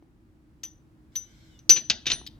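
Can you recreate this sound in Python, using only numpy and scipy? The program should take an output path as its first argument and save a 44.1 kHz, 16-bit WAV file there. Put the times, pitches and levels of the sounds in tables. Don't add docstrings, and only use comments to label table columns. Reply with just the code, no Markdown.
import sys
import numpy as np
from scipy import signal
from scipy.fft import rfft, irfft
from scipy.io import wavfile
from scipy.ndimage import uniform_filter1d

SR = 44100
rng = np.random.default_rng(int(sys.argv[2]) if len(sys.argv) > 2 else 0)


def wav_out(sig):
    wavfile.write(sys.argv[1], SR, np.round(np.clip(np.atleast_2d(sig).T, -1, 1) * 32767).astype(np.int16))


N = 105751
T = np.arange(N) / SR

# (frequency [Hz], relative density [dB])
AIR_SPECTRUM = [(25, -2), (50, -4), (114, -7), (200, -13), (236, -9.5), (263, -20), (317, -7.5),
                (354, -25.5), (1160, -34), (3430, -45.5), (16000, -55.5)]
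# (frequency [Hz], side minus mid [dB])
AIR_SIDE_MID = [(60, -15), (200, -8.5), (700, -4.5), (1300, 1), (15000, -3.5)]
# (time [s], level [dB])
AIR_LEVEL = [(0, -58), (2.4, -52)]
# (frequency [Hz], level [dB], width [Hz])
HUM_TONES = [(301, -65.5, 67), (130.8, -75.5, 4.9)]
# (time [s], level [dB])
RUMBLE_LEVEL = [(1.85, -81), (1.92, -50), (2.05, -69), (2.12, -42), (2.25, -79), (2.29, -50), (2.38, -50.5)]
# (time [s], click level [dB], click colour [Hz], bounce rate [Hz], bounce loss step [dB],
#   rattle level [dB], rattle t60 [s], cup level [dB], cup ring-length share [1], cup overtone level [dB],
#   saucer level [dB], table thud level [dB], left minus right [dB])
CONTACTS = [(0.0243, -53.5, 845, 485, 34, -70, 0.026, -90, 0.8, -88, -97, -51, -2),
            (0.6333, -38, 4150, 322, 7, -33, 0.012, -59.5, 1.2, -42, -67.5, -92, -4),
            (0.6362, -21, 6480, 323, 8.5, -36.5, 0.037, -24.5, 0.38, -48, -93, -63.5, -2.5),
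            (0.6484, -40.5, 3326, 477, 8, -50.5, 0.077, -27, 0.56, -54, -93.5, -78, -3.5),
            (1.1545, -27, 3500, 311.2, 0, -39.5, 0.057, -17, 0.99, -33, -88, -58, -2.5),
            (1.5905, -44.5, 4950, 341, 14, -58, 0.043, -46.5, 0.41, -66, -125, -77, -5),
            (1.6945, 3.5, 5270, 310.3, 5, -19, 0.12, 2, 1.154, -20, -74.5, -27.5, -3),
            (1.7609, -44, 2485, 484, 5, -25.5, 0.074, -46, 0.94, -84, -63, -41, -4.5),
            (1.7692, -24.5, 4210, 218.5, 5, -28.5, 0.088, -37, 0.45, -77, -82, -51.5, -2),
            (1.8995, -4.5, 3735, 518.6, -6.5, -16, 0.078, -18.5, 0.52, -53.5, -84, -47, -3),
            (2.0561, -46.5, 3730, 630, 7.5, -34.5, 0.085, -38.5, 0.95, -82, -90, -75, -2.5),
            (2.0666, -16, 3670, 398, 5, -22.5, 0.11, -20, 0.5, -46.5, -49.5, -34, -3),
            (2.101, -15.5, 3790, 598, -2, -23, 0.11, -23, 0.93, -67, -52.5, -45, -1),
            (2.117, -8, 4180, 538, 2, -26, 0.078, -24.5, 0.64, -70, -40, -39.5, -3.5),
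            (2.1236, -31.5, 3770, 281, 6, -40, 0.041, -37, 0.78, -55, -53, -37.5, -4),
            (2.1285, -33, 4050, 387.6, 0, -24, 0.038, -15.5, 0.52, -65, -41, -44, -4.5),
            (2.2142, -44, 1000, 497, 21, -74, 0.025, -54, 0.98, -90, -87, -45, -6.5),
            (2.2649, -33, 4470, 425, 0.5, -38.5, 0.022, -64.5, 0.33, -61, -90, -53, 1.5),
            (2.2738, -27, 3700, 701, 1.5, -40.5, 0.013, -77, 0.24, -48, -85, -65.5, -2)]
# (frequency [Hz], level [dB])
RATTLE_COLOUR = [(300, -10.5), (1000, -14.5), (2900, 2.5), (3850, -1.5), (4800, -2), (6800, -12),
                 (8000, -40), (11000, -46)]
# (frequency [Hz], level [dB], t60 [s], rise [ms]), both times at full ring length
CUP_MODES = [(6027, 0, .105, 5), (6023, -19, .33, 5)]
OVERTONE_MODES = [(11442, 0, .12, 1.4)]
SAUCER_MODES = [(9224, 0, .24, 3)]
TABLE_MODES = [(138.5, -4, 0.12, 6), (283.4, 0, 0.029, 0.16), (333, -3, 0.049, 0.66)]
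# (delay [ms], left level [dB], right level [dB])
NEAR_ECHOES = [(6.8, -24, -11.5), (12.6, -15.5, -17.5)]
# (frequency [Hz], level [dB], t60 [s])
TAIL_BANDS = [(300, 3, 0.29), (690, 3.5, 0.23), (1470, -3, 0.29), (2725, -9.5, 0.33), (4065, -11, 0.24),
              (6280, -23, 0.32), (12000, -19.5, 0.28)]
# (frequency [Hz], left minus right [dB])
PORT_LEVEL = [(200, 2), (500, 7.3), (1500, 2.5), (6000, 6.5), (11400, 6.6)]
# (frequency [Hz], left lead [rad])
PORT_LEAD = [(300, 0.5), (1600, 0.93), (2760, 0.68), (3300, 1), (6000, 1), (9200, -2.28), (11400, -1.5)]
# (time [s], hiss gain [dB], squeak frequency [Hz], squeak level [dB],
#   upper squeak frequency [Hz], upper squeak level [dB])
SLIDE_COURSE = [(1.12, -76, 2930, -104, 3600, -106), (1.19, -65.5, 3104, -76, 3660, -87),
                (1.26, -71, 3000, -68.5, 3950, -76), (1.32, -68, 3140, -73.5, 4000, -81),
                (1.39, -68, 3220, -80, 4320, -76), (1.47, -67.5, 3190, -85, 4140, -77),
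                (1.56, -71, 2915, -66.5, 3540, -66), (1.64, -80, 2790, -84, 3420, -92)]
# (frequency [Hz], width [Hz], level [dB])
HISS_BANDS = [(1530, 240, -6), (2170, 310, -4), (3520, 1100, -1), (5270, 1000, -4), (6970, 1800, -6),
              (12500, 1900, -14)]

RUMBLE_HZ, RUMBLE_WIDTH_HZ = 50.5, 50
SCATTER_DB, SMEAR_MS = 1.5, 0.84
CLICK_WIDTH_SHARE = 0.6
BODY_DB, BODY_WIDTH_HZ = 2.5, 354
RATTLE_RISE_MS, KNOCK_TOP_HZ = 0.9, 7790
SPARK_OVER_OVERTONE_DB, SPARK_HZ, SPARK_WIDTH_HZ = 20, 13370, 3300
FLUTTER_DB, FLUTTER_ZERO_SHARE, FLUTTER_RATE_HZ = 2, 1.2262, 364
TAIL_SPREAD, TAIL_WIDTH_SHARE, TAIL_RISE_S, RING_WET_DB = 0.47, 0.72, 0.033, 7
SQUEAK_WANDER_HZ, PITCH_WANDER_HZ, PITCH_WANDER_SHARE = 18, 22, 0.00564
SQUEAK_SIDE_DB = 2.5
BASS_CUT_HZ, TOP_HZ = 40, 16900


def amp(db):
    return 10 ** (np.asarray(db, float) / 20)


def unit(x):
    return x / np.sqrt(np.mean(x ** 2))


def band(x, hz, width_hz):
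    low_hz = np.sqrt(hz ** 2 + width_hz ** 2 / 4) - width_hz / 2
    high_hz = min(low_hz + width_hz, SR / 2.1)
    return signal.sosfilt(signal.butter(2, [low_hz, high_hz], "band", fs=SR, output="sos"), x)


def dull(x):
    return signal.sosfilt(signal.butter(6, KNOCK_TOP_HZ, fs=SR, output="sos"), x)


def curve(table, col=1):
    table = np.array(table)
    return np.interp(T, table[:, 0], table[:, col])


def on_log(table, hz):
    table = np.array(table)
    return np.interp(np.log(hz + 1), np.log(table[:, 0]), table[:, 1])


def walk(rate_hz):
    k = int(SR / rate_hz)
    smooth = uniform_filter1d(rng.standard_normal(N), k)
    return unit(uniform_filter1d(smooth, k))


def air():
    hz = np.arange(N // 2 + 1) * SR / N
    mid_db = on_log(AIR_SPECTRUM, hz)
    side_db = mid_db + on_log(AIR_SIDE_MID, hz)
    mid = irfft(rfft(rng.standard_normal(N)) * amp(mid_db), N)
    side = irfft(rfft(rng.standard_normal(N)) * amp(side_db), N)
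    stereo = mid + side * np.array([[1], [-1]])
    tone = stereo * amp(curve(AIR_LEVEL)) / np.std(mid)
    hum = sum(amp(db) * unit(band(rng.standard_normal(N), f, width)) for f, db, width in HUM_TONES)
    rumble = unit(band(rng.standard_normal(N), RUMBLE_HZ, RUMBLE_WIDTH_HZ))
    return tone + hum + rumble * amp(curve(RUMBLE_LEVEL))


def ring(modes, share=1.):
    t = T[:SR // 2]
    out = np.zeros(len(t))
    for hz, db, t60_s, rise_ms in modes:
        decay = amp(db - 60 * t / t60_s / share)
        swell = (1 - np.exp(-t * 1000 / rise_ms / share ** 2)) ** 2
        out += np.sin(2 * np.pi * hz * t) * decay * swell
    return out


def contact(row, chance, noise, grit, flutter):
    (_, click_db, click_hz, rate_hz, loss_db, rattle_db, rattle_t60_s,
     cup_db, share, over_db, saucer_db, thud_db, _) = row
    t, k = T[:len(noise)], np.arange(len(chance))

    pulses = np.zeros(len(noise))
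    at = (k * (1 + .06 * np.tanh(chance)) * SR / rate_hz).astype(int)
    bounce_db = SCATTER_DB * chance - max(loss_db, .9) * k * (1 + k) / 2
    pulses[at] = (-1) ** k * amp(bounce_db)
    scrape = grit * np.exp(-t[:len(grit)] * 1000 / SMEAR_MS)
    scrape = scrape / np.sqrt(np.sum(scrape ** 2))
    scraped = pulses + np.convolve(pulses, scrape)[:len(t)]
    click = dull(band(scraped, click_hz, CLICK_WIDTH_SHARE * click_hz))
    click = amp(click_db) * click / np.abs(click[:80]).max()

    body = noise + amp(BODY_DB) * band(noise, click_hz, BODY_WIDTH_HZ)
    rattle_rise = 1 - np.exp(-t * 1000 / RATTLE_RISE_MS)
    rattle = amp(rattle_db - 60 * t / rattle_t60_s) * rattle_rise * body
    knock = click + rattle + amp(thud_db) * ring(TABLE_MODES)

    treble = band(np.convolve(pulses ** 2, scrape)[:len(t)], SPARK_HZ, SPARK_WIDTH_HZ)
    spark = amp(over_db + SPARK_OVER_OVERTONE_DB) * treble
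    cup = amp(cup_db) * ring(CUP_MODES, share) + amp(over_db) * ring(OVERTONE_MODES, min(share, 1))
    cup = cup * amp(FLUTTER_DB * (FLUTTER_ZERO_SHARE - share) * flutter)
    return np.array([knock, spark + cup + amp(saucer_db) * ring(SAUCER_MODES)])


def crockery():
    n = SR // 2
    out = np.zeros((2, 2, N + SR))
    colour = amp(on_log(RATTLE_COLOUR, np.arange(n // 2 + 1) * SR / n))
    for row in CONTACTS:
        chance = rng.standard_normal(4)
        noise = unit(irfft(rfft(rng.standard_normal(n)) * colour, n))
        grit = rng.standard_normal(200)
        sound = contact(row, chance, noise, grit, walk(FLUTTER_RATE_HZ)[:n])
        at = int(row[0] * SR)
        pan = amp([[row[-1] / 2], [-row[-1] / 2]])
        out[..., at:at + n] += sound[:, None] * pan
    return out[..., :N]


def room():
    t = T[:SR // 2]
    shared, apart = rng.standard_normal((2, len(t)))
    noise = shared + TAIL_SPREAD * apart * np.array([[1], [-1]])
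    tail = np.zeros(noise.shape)
    for hz, db, t60_s in TAIL_BANDS:
        decay = amp(db - 60 * t / t60_s) / np.sqrt(t60_s * SR / 14)
        tail += band(noise, hz, TAIL_WIDTH_SHARE * hz) * decay
    near = np.zeros(tail.shape)
    for delay_ms, left_db, right_db in NEAR_ECHOES:
        near[:, int(delay_ms * SR / 1000)] += amp([left_db, right_db])
    return dull(near), tail * (1 - np.exp(-t / TAIL_RISE_S))


def ports(x):
    hz = np.arange(N // 2 + 1) * SR / N
    half = np.array([[.5], [-.5]])
    level = amp(half * on_log(PORT_LEVEL, hz))
    phase = np.exp(1j * half * on_log(PORT_LEAD, hz))
    return irfft(rfft(x) * level * phase, N)


def slide():
    hiss = sum(amp(db) * unit(band(rng.standard_normal((2, N)), hz, width))
               for hz, width, db in HISS_BANDS)
    out = hiss * amp(curve(SLIDE_COURSE))
    for col in (2, 4):
        hz = curve(SLIDE_COURSE, col) * (1 + PITCH_WANDER_SHARE * walk(PITCH_WANDER_HZ))
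        phase = 2 * np.pi * np.cumsum(hz) / SR
        squeak = walk(SQUEAK_WANDER_HZ) * np.sin(phase) + walk(SQUEAK_WANDER_HZ) * np.cos(phase)
        pan = amp([[SQUEAK_SIDE_DB], [-SQUEAK_SIDE_DB]])
        out = out + squeak * amp(curve(SLIDE_COURSE, col + 1)) * pan
    return out * (T > SLIDE_COURSE[0][0]) * (T < SLIDE_COURSE[-1][0])


def scene():
    knocks, rings = crockery()
    near, tail = room()
    knocks_wet = signal.fftconvolve(knocks, near + tail, axes=1)
    rings_wet = signal.fftconvolve(rings, amp(RING_WET_DB) * tail, axes=1)
    wet = (knocks_wet + rings_wet)[:, :N]
    return ports(knocks + rings + wet) + air() + slide()


def record(dry):
    bass_cut = signal.butter(4, BASS_CUT_HZ, "high", fs=SR, output="sos")
    top_cut = signal.ellip(8, .2, 60, TOP_HZ, fs=SR, output="sos")
    return signal.sosfilt(np.vstack([bass_cut, top_cut]), dry)


dry = scene()
out = record(dry)
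wav_out(out)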